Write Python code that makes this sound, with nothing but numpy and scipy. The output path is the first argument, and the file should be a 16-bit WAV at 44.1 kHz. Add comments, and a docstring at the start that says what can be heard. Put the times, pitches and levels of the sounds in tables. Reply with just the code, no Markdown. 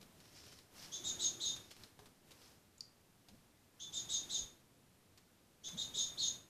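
"""A young tit begs in three runs of four chirps: two syrinx whistles share a flutter that makes them buzz.
A second bird splashes and shakes its feathers in a clay dish: decaying noise bursts and grainy hiss.
Beak pecks ring the modes of the dish; low tones thump softly, and one spell of low band noise whirs.
The steady background noise of the small room swells in spells, most of all during the begging."""
import sys
import numpy as np
from scipy import signal
from scipy.fft import rfft, irfft, next_fast_len
from scipy.io import wavfile
from scipy.ndimage import map_coordinates

SR = 44100
rng = np.random.default_rng(int(sys.argv[2]) if len(sys.argv) > 2 else 0)


def unload_wav(signal):
    """Save mono or channel-first audio to the path in sys.argv[1] as 16-bit WAV at rate SR, clipped to [-1, 1]."""
    wavfile.write(
        sys.argv[1],
        SR,
        np.round(np.clip(np.atleast_2d(signal).T, -1, 1) * 32767).astype(np.int16),
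    )


N = 286191  # length [samples]

# Chirps, four to a run: (time [s], length to half gate [s], lower arch [Hz],
# upper relative level [dB], lower relative level [dB], upper swell rate [dB per chirp length])
CHIRPS = [ (0.912, 0.063, -58, -41.5, -44.5, -8), (1.032, 0.076, 156, -36.3, -41, 1),
          (1.185, 0.095, 361, -35, -37.5, 7.5), (1.394, 0.13, 402, -39, -36.5, 9),
          (3.792, 0.0558, -40, -49, -45.5, -10), (3.92, 0.082, 43, -41, -42, -8),
          (4.082, 0.104, 258, -36.5, -38.5, 1), (4.288, 0.106, 340.5, -37, -39, 7),
          (5.633, 0.0573, -70, -44.5, -44, -4.5), (5.764, 0.073, 132, -43, -39, -2),
          (5.933, 0.12, 158, -35, -36.5, 12.5), (6.169, 0.12, 672, -35.5, -35, 31)]
# The four pitches through which every run passes: (upper held [Hz], upper arch [Hz], lower held [Hz])
RUN_PITCHES = [(6329, 236, 3580), (6580, 1000, 3645), (6534, 1400, 3642), (6520, 1400, 3646)]
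# Colour of the breath noise in a chirp: (frequency [Hz], relative density [dB])
RASP_COLOUR = [(2400, -47), (3000, -7), (3700, -4.5), (4500, -1.5), (5200, 1.5), (5700, -1), (6700, 9),
               (7700, -8), (8400, -29), (10000, -10), (11500, -39), (14000, -52.5)]
# Splashes and claw scrapes: (time [s], relative level [dB], low slap against spray [dB])
SPLASHES = [(0.0117, -54, -11), (0.0274, -56, -2), (0.2027, -55, -13), (0.2535, -59, -26),
            (0.4362, -54.5, -19), (0.4657, -52.5, -17), (0.5214, -51, -6), (0.5872, -53, -21.5),
            (1.5629, -46, -12.5), (1.7078, -50.5, -25), (1.714, -46, -14), (1.7659, -54.5, -19.5),
            (1.836, -49.5, -21), (1.991, -53.5, 3), (2.0577, -52.5, -4), (2.3078, -53.3, -5),
            (2.3156, -52.5, -6), (2.4159, -57, -10), (3.2858, -53, -8), (5.176, -53, -25),
            (5.6852, -46.5, -28)]
# Beak on the dish: (time [s], relative level [dB], ring pitch ratio [1])
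PECKS = [(1.8357, -43, .88), (2.7805, -49, 1.47), (2.8074, -30.5, 1)]
# Modes of the dish at pitch ratio 1: (frequency [Hz], relative level [dB], T60 [s])
DISH_MODES = [(4250, -7, .02), (4690, 1, .022), (4900, -3, .016), (5350, -8, .014), (6850, -13, .026)]
# Shakes of wet feathers: (start [s], end [s], rise [s], level [dB])
SHAKES = [(0.139, 0.334, 0.114, -70), (0.314, 0.543, 0.048, -63), (0.731, 0.842, 0.084, -56.5),
          (1.552, 1.84, 0.088, -70), (2.31, 2.479, 0.14, -67)]
# Colour of the feather rustle: (frequency [Hz], relative density [dB])
FEATHER_COLOUR = [(700, -7), (1500, -4.5), (2500, -2), (3800, -0.5), (5300, 6.5), (7000, -3.5),
                  (10000, -11.5), (14500, -15.5)]
# One spell of low, uneven whirring noise: (start [s], end [s], rise [s], level [dB])
WHIR = (0.93, 1.4, 0.02, -64.5)
# Wing beats and soft bumps: (time of peak [s], frequency [Hz], half width at 1/e [s], peak level [dB])
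THUMPS = [(0.005, 185, 0.046, -62), (2.024, 420, 0.018, -63), (3.335, 215, 0.03, -61),
          (4.43, 66.8, 0.0236, -52.5), (5.749, 210, 0.02, -48), (5.97, 440, 0.018, -58)]
# Spells of louder background noise: (start [s], end [s], rise [s], rumble level [dB], air level [dB])
SWELLS = [(0, 0.614, 0.0045, -68.5, -69), (0.688, 1.25, 0.079, -67.5, -61.5),
          (0.97, 1.595, 0.095, -63.5, -61), (1.752, 1.83, 0.045, -65, -64.5),
          (1.962, 2.058, .03, -67, -69.5), (2.217, 2.516, 0.074, -75, -68),
          (3.27, 3.366, 0.032, -69.5, -73.5), (3.71, 4.433, 0.32, -63.5, -61),
          (5.613, 6.342, 0.089, -64, -61)]
# Colours of the background rumble and air: (frequency [Hz], relative density [dB])
RUMBLE_COLOUR = [(20, -1), (30, -28), (60, -1), (110, 1.5), (200, -2), (350, -6), (700, -17.5),
                 (1500, -61.5)]
AIR_COLOUR = [(80, -10), (200, 5.5), (380, 1.5), (600, 1), (1000, -1), (2000, -4.5), (4000, -6),
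              (8000, -8.5), (12000, -9.5), (14500, -12.5)]
# Decay of the room: (frequency [Hz], T60 [s])
WALL_DECAY = [(200, 0.45), (3500, 0.3373), (6500, 0.29), (12000, 0.12)]

# Flutter of the syrinx: mean rate, relative drift, depth (0-1), and how much depth clears at the crest
FLUTTER_HZ, FLUTTER_DRIFT, BUZZ, CREST_CLEARING = 342, 0.025, 0.85, 0.36
# Pitch arch: time of the crest, half widths at 1/e of the upper and lower side
CREST_S, UPPER_ARCH_S, LOWER_ARCH_S = 0.027, 0.0115, 0.015
# Scoop: each side starts flat by this share of its held pitch and slides up
UPPER_SCOOP, LOWER_SCOOP, SCOOP_S = 0.085, 0.12, 0.01501
# Effort, on a clock that runs faster in short chirps: soft start, attacks, then tiring after the hold
SOFT_START_DB, UPPER_ATTACK_S, LOWER_ATTACK_S = -13.5, 0.058, 0.018
HOLD_S, TIRE_DB_PER_S = 0.06736, 155.5
ONSET_S = 0.011  # linear fade-in of the voice
SUM_TONE_DB, OCTAVE_DB = -26, -28  # product terms, against the two whistles
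SPLASH_T60_S, SHAKE_T60_S, WHIR_T60_S, SWELL_T60_S = 0.0698, 0.36, 1.06, 0.65
RUMBLE_DB, AIR_DB = -72.5, -71.5  # the background outside its swells
TOP_HZ = 14650  # upper band limit


def chirps():
    """Nonlinear source: two arching whistles share a flutter; products and pulsed breath noise join them."""
    out = np.zeros(N)
    for k, (s, length, low_arch_hz, up_db, low_db, swell_db) in enumerate(CHIRPS):
        up_held, up_arch_hz, low_held = RUN_PITCHES[k % len(RUN_PITCHES)]
        t = np.arange(int((length + 0.068) * SR)) / SR

        up_arch = np.exp(-((t - CREST_S) / UPPER_ARCH_S) ** 2)
        low_arch = np.exp(-((t - CREST_S) / LOWER_ARCH_S) ** 2)
        scoop = np.exp(-(t / SCOOP_S) ** 2)
        up_pitch = up_held * (1 - UPPER_SCOOP * scoop) + up_arch * up_arch_hz
        low_pitch = low_held * (1 - LOWER_SCOOP * scoop) + low_arch * low_arch_hz

        buzz = BUZZ - CREST_CLEARING * up_arch
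        flutter_hz = FLUTTER_HZ * (1 + FLUTTER_DRIFT * wobble(58.6, len(t)))
        flutter = 2 * np.pi * np.cumsum(flutter_hz) / SR
        upper = syrinx_side(up_pitch, buzz, flutter, swing_hz=350, throb=0.42, lag=0.6)
        lower = syrinx_side(low_pitch, buzz, flutter, swing_hz=280, throb=0.35, lag=1.0)

        pace = max(1, 0.073 / length)  # short chirps reach full effort sooner
        swell = swell_db * np.clip(t / length - 0.7, -0.4, 0.3)
        up_gain = amp(up_db + effort(pace * t, UPPER_ATTACK_S, full_db=-2.2) + swell)
        low_gain = amp(low_db + effort(pace * t, LOWER_ATTACK_S, full_db=-4.5))
        both = np.sqrt(up_gain * low_gain)

        overtones = amp(SUM_TONE_DB) * upper * lower + amp(OCTAVE_DB) * (upper ** 2 - 1)
        overtones = filtered(overtones, lambda hz: hz > 2800)  # the beak radiates no bass
        puffs = 1 + 0.52 * np.sin(flutter)  # air passes once a flutter
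        rasp = amp(-3.5) * unit(puffs * noise(RASP_COLOUR, len(t)))
        gate = np.clip(t / ONSET_S, 0, 1) * np.clip((length - t) / 0.025 + 0.5, 0, 1)
        add(out, s, gate * (up_gain * upper + low_gain * lower + both * (overtones + rasp)))
    return out


def syrinx_side(pitch, buzz, flutter, swing_hz, throb, lag):
    """Joint frequency and amplitude modulation by the flutter splits one membrane's whistle into sidebands."""
    jitter = 52 * wobble(1100, len(pitch)) + 35 * wobble(70, len(pitch))
    hz = pitch + buzz * (swing_hz * np.sin(flutter) + jitter)
    strength = (1 + throb * buzz * np.sin(flutter + lag)) * amp(wobble(90.4, len(pitch)))
    return unit(strength * np.sin(2 * np.pi * np.cumsum(hz) / SR))


def effort(t, attack, full_db):
    """Driving effort sets the level [dB] of one side: a rise over the attack, and a fall after the hold."""
    softness = np.maximum(1 - t / attack, 0)
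    return full_db + SOFT_START_DB * softness - TIRE_DB_PER_S * np.maximum(t - HOLD_S, 0)


def splashes():
    """Impulsive excitation: a flick of water or scrape of a claw is a spiky noise burst with decay."""
    out, t = np.zeros(N), np.arange(SR // 4) / SR
    for s, db, low_db in SPLASHES:
        spray = noise([(800, -5), (2000, -2), (4500, 1.5), (8000, -6.0), (14000, -13.5)], len(t))
        slap = noise([(200, 21), (700, 21), (1600, 12), (3000, -48)], len(t))
        grain = unit(amp(2.5 * wobble(1010, len(t))))
        decay = amp(db - 5 - 60 * t / SPLASH_T60_S)
        add(out, s, decay * grain * (spray + amp(low_db) * slap))
    return out


def feathers():
    """Many small frictions sum to noise: wet feathers rustle in spells, with fine droplets in the hiss."""
    level = sum(amp(db) * spell(start, end, rise, SHAKE_T60_S) for start, end, rise, db in SHAKES)
    grain = unit(amp(2.8 * wobble(1200, N) + 1.8 * wobble(70, N)))
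    return level * grain * noise(FEATHER_COLOUR, N)


def pecks():
    """Modal ringing: the beak's crack is a noise burst, and the struck dish sounds its damped modes."""
    out, t = np.zeros(N), np.arange(SR // 6) / SR
    crack_colour = [(1500, -20), (3200, -14), (4900, 15), (6000, 3), (8000, -1), (14000, -12)]
    for s, db, ratio in PECKS:
        ring = np.zeros(len(t))
        for hz, level, t60 in DISH_MODES:
            phase = 2 * np.pi * (ratio * hz * t + rng.random())
            ring += amp(level - 60 * t / t60) * np.sin(phase)
        ring *= np.clip(t / 0.000483, 0, 1)  # the modes build up over a few cycles
        crack = amp(-60 * t / 0.007) * noise(crack_colour, len(t))
        add(out, s, amp(db) * (amp(-6) * ring + amp(-9) * crack))
    return out


def whir():
    """Amplitude-modulated band noise: a low whir in soft, uneven puffs that dies away slowly."""
    start, end, rise, db = WHIR
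    puffs = spell(start, end, rise, WHIR_T60_S) * amp(db + wobble(30, N))
    return puffs * noise([(120, -32.0), (260, -10.5), (350, -3.0), (450, -18.5), (900, -24), (3000, -59)], N)


def thumps():
    """Pressure pulses: each soft push is a low tone of wandering phase under a Gaussian envelope."""
    out, t = np.zeros(N), np.arange(N) / SR
    for s, hz, half, db in THUMPS:
        envelope = amp(db) * np.exp(-((t - s) / half) ** 2)
        out += envelope * np.sin(2 * np.pi * hz * (t - s) + 1.53 * wobble(53, N))
    return out


def hush():
    """Incoherent noises add in power: the background rumble and air swell in spells above a steady level."""
    rumble_power, air_power = amp(RUMBLE_DB) ** 2, amp(AIR_DB) ** 2
    for start, end, rise, rumble_db, air_db in SWELLS:
        swell = spell(start, end, rise, SWELL_T60_S)
        rumble_power = rumble_power + (amp(rumble_db) * swell) ** 2
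        air_power = air_power + (amp(air_db) * swell) ** 2
    return np.sqrt(rumble_power) * noise(RUMBLE_COLOUR, N) + np.sqrt(air_power) * noise(AIR_COLOUR, N)


def room(x, wet_db):
    """Reverberation by convolution: close walls answer with a tail that dies faster in the treble."""
    hz, t, z = signal.stft(rng.standard_normal(SR * 2 // 3), SR, nperseg=256)
    decay = amp(-60 * t / along(WALL_DECAY, hz)[:, None])
    tail = signal.istft(z * decay, SR, nperseg=256)[1]
    tail = np.pad(tail / np.linalg.norm(tail), (SR // 250, 0))  # 4 ms before the first echo
    return x + amp(wet_db) * signal.fftconvolve(x, tail)[:N]


def spell(start, end, rise, t60):
    """Linear build-up and exponential decay: gain rises from the start, holds until the end and dies away."""
    t = np.arange(N) / SR
    return np.clip((t - start) / rise, 0, 1) * amp(-60 * np.maximum(t - end, 0) / t60)


def amp(db):
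    """The level law: decibels to amplitude gain."""
    return 10 ** (np.asarray(db) / 20)


def unit(x):
    """Normalisation to an effective (rms) value of 1."""
    return x / np.sqrt(np.mean(x ** 2) + 1e-20)


def along(points, hz):
    """Interpolation of (frequency [Hz], value) points on a logarithmic frequency axis."""
    f, v = np.transpose(points)
    return np.interp(np.log(hz + 1), np.log(f + 1), v)


def wobble(rate, size):
    """Band-limited randomness: a smooth random curve with rate knots a second."""
    knots = rng.standard_normal(int(size * rate / SR) + 4)
    return map_coordinates(knots, [np.arange(size) * rate / SR])


def filtered(x, response):
    """Linear filtering: the spectrum of x times a response of frequency."""
    m = next_fast_len(len(x) + 8192)  # padding against wrap-around
    return irfft(rfft(x, m) * response(np.fft.rfftfreq(m, 1 / SR)), m)[:len(x)]


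def noise(spectrum, size):
    """Spectral shaping: white noise filtered to the given colour, at rms 1."""
    return unit(filtered(rng.standard_normal(size), lambda hz: amp(along(spectrum, hz))))


def add(track, s, sound):
    """Superposition: mix a sound into the track from time s [s]."""
    part = track[max(round(s * SR), 0):][:len(sound)]
    part += sound[:len(part)]


def scene():
    """Superposition of the birds in the room and the background hush, as one channel."""
    calls = amp(-3.0) * room(chirps(), wet_db=-1.0)
    bathing = room(splashes() + feathers(), wet_db=-11.5)
    dish = room(pecks(), wet_db=-10.5)
    return (calls + bathing + dish + whir() + thumps() + hush())[None]


def record(dry):
    """Band limitation: only frequencies below the upper limit pass."""
    return np.array([filtered(x, lambda hz: hz < TOP_HZ) for x in dry])


dry = scene()
out = record(dry)
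unload_wav(out)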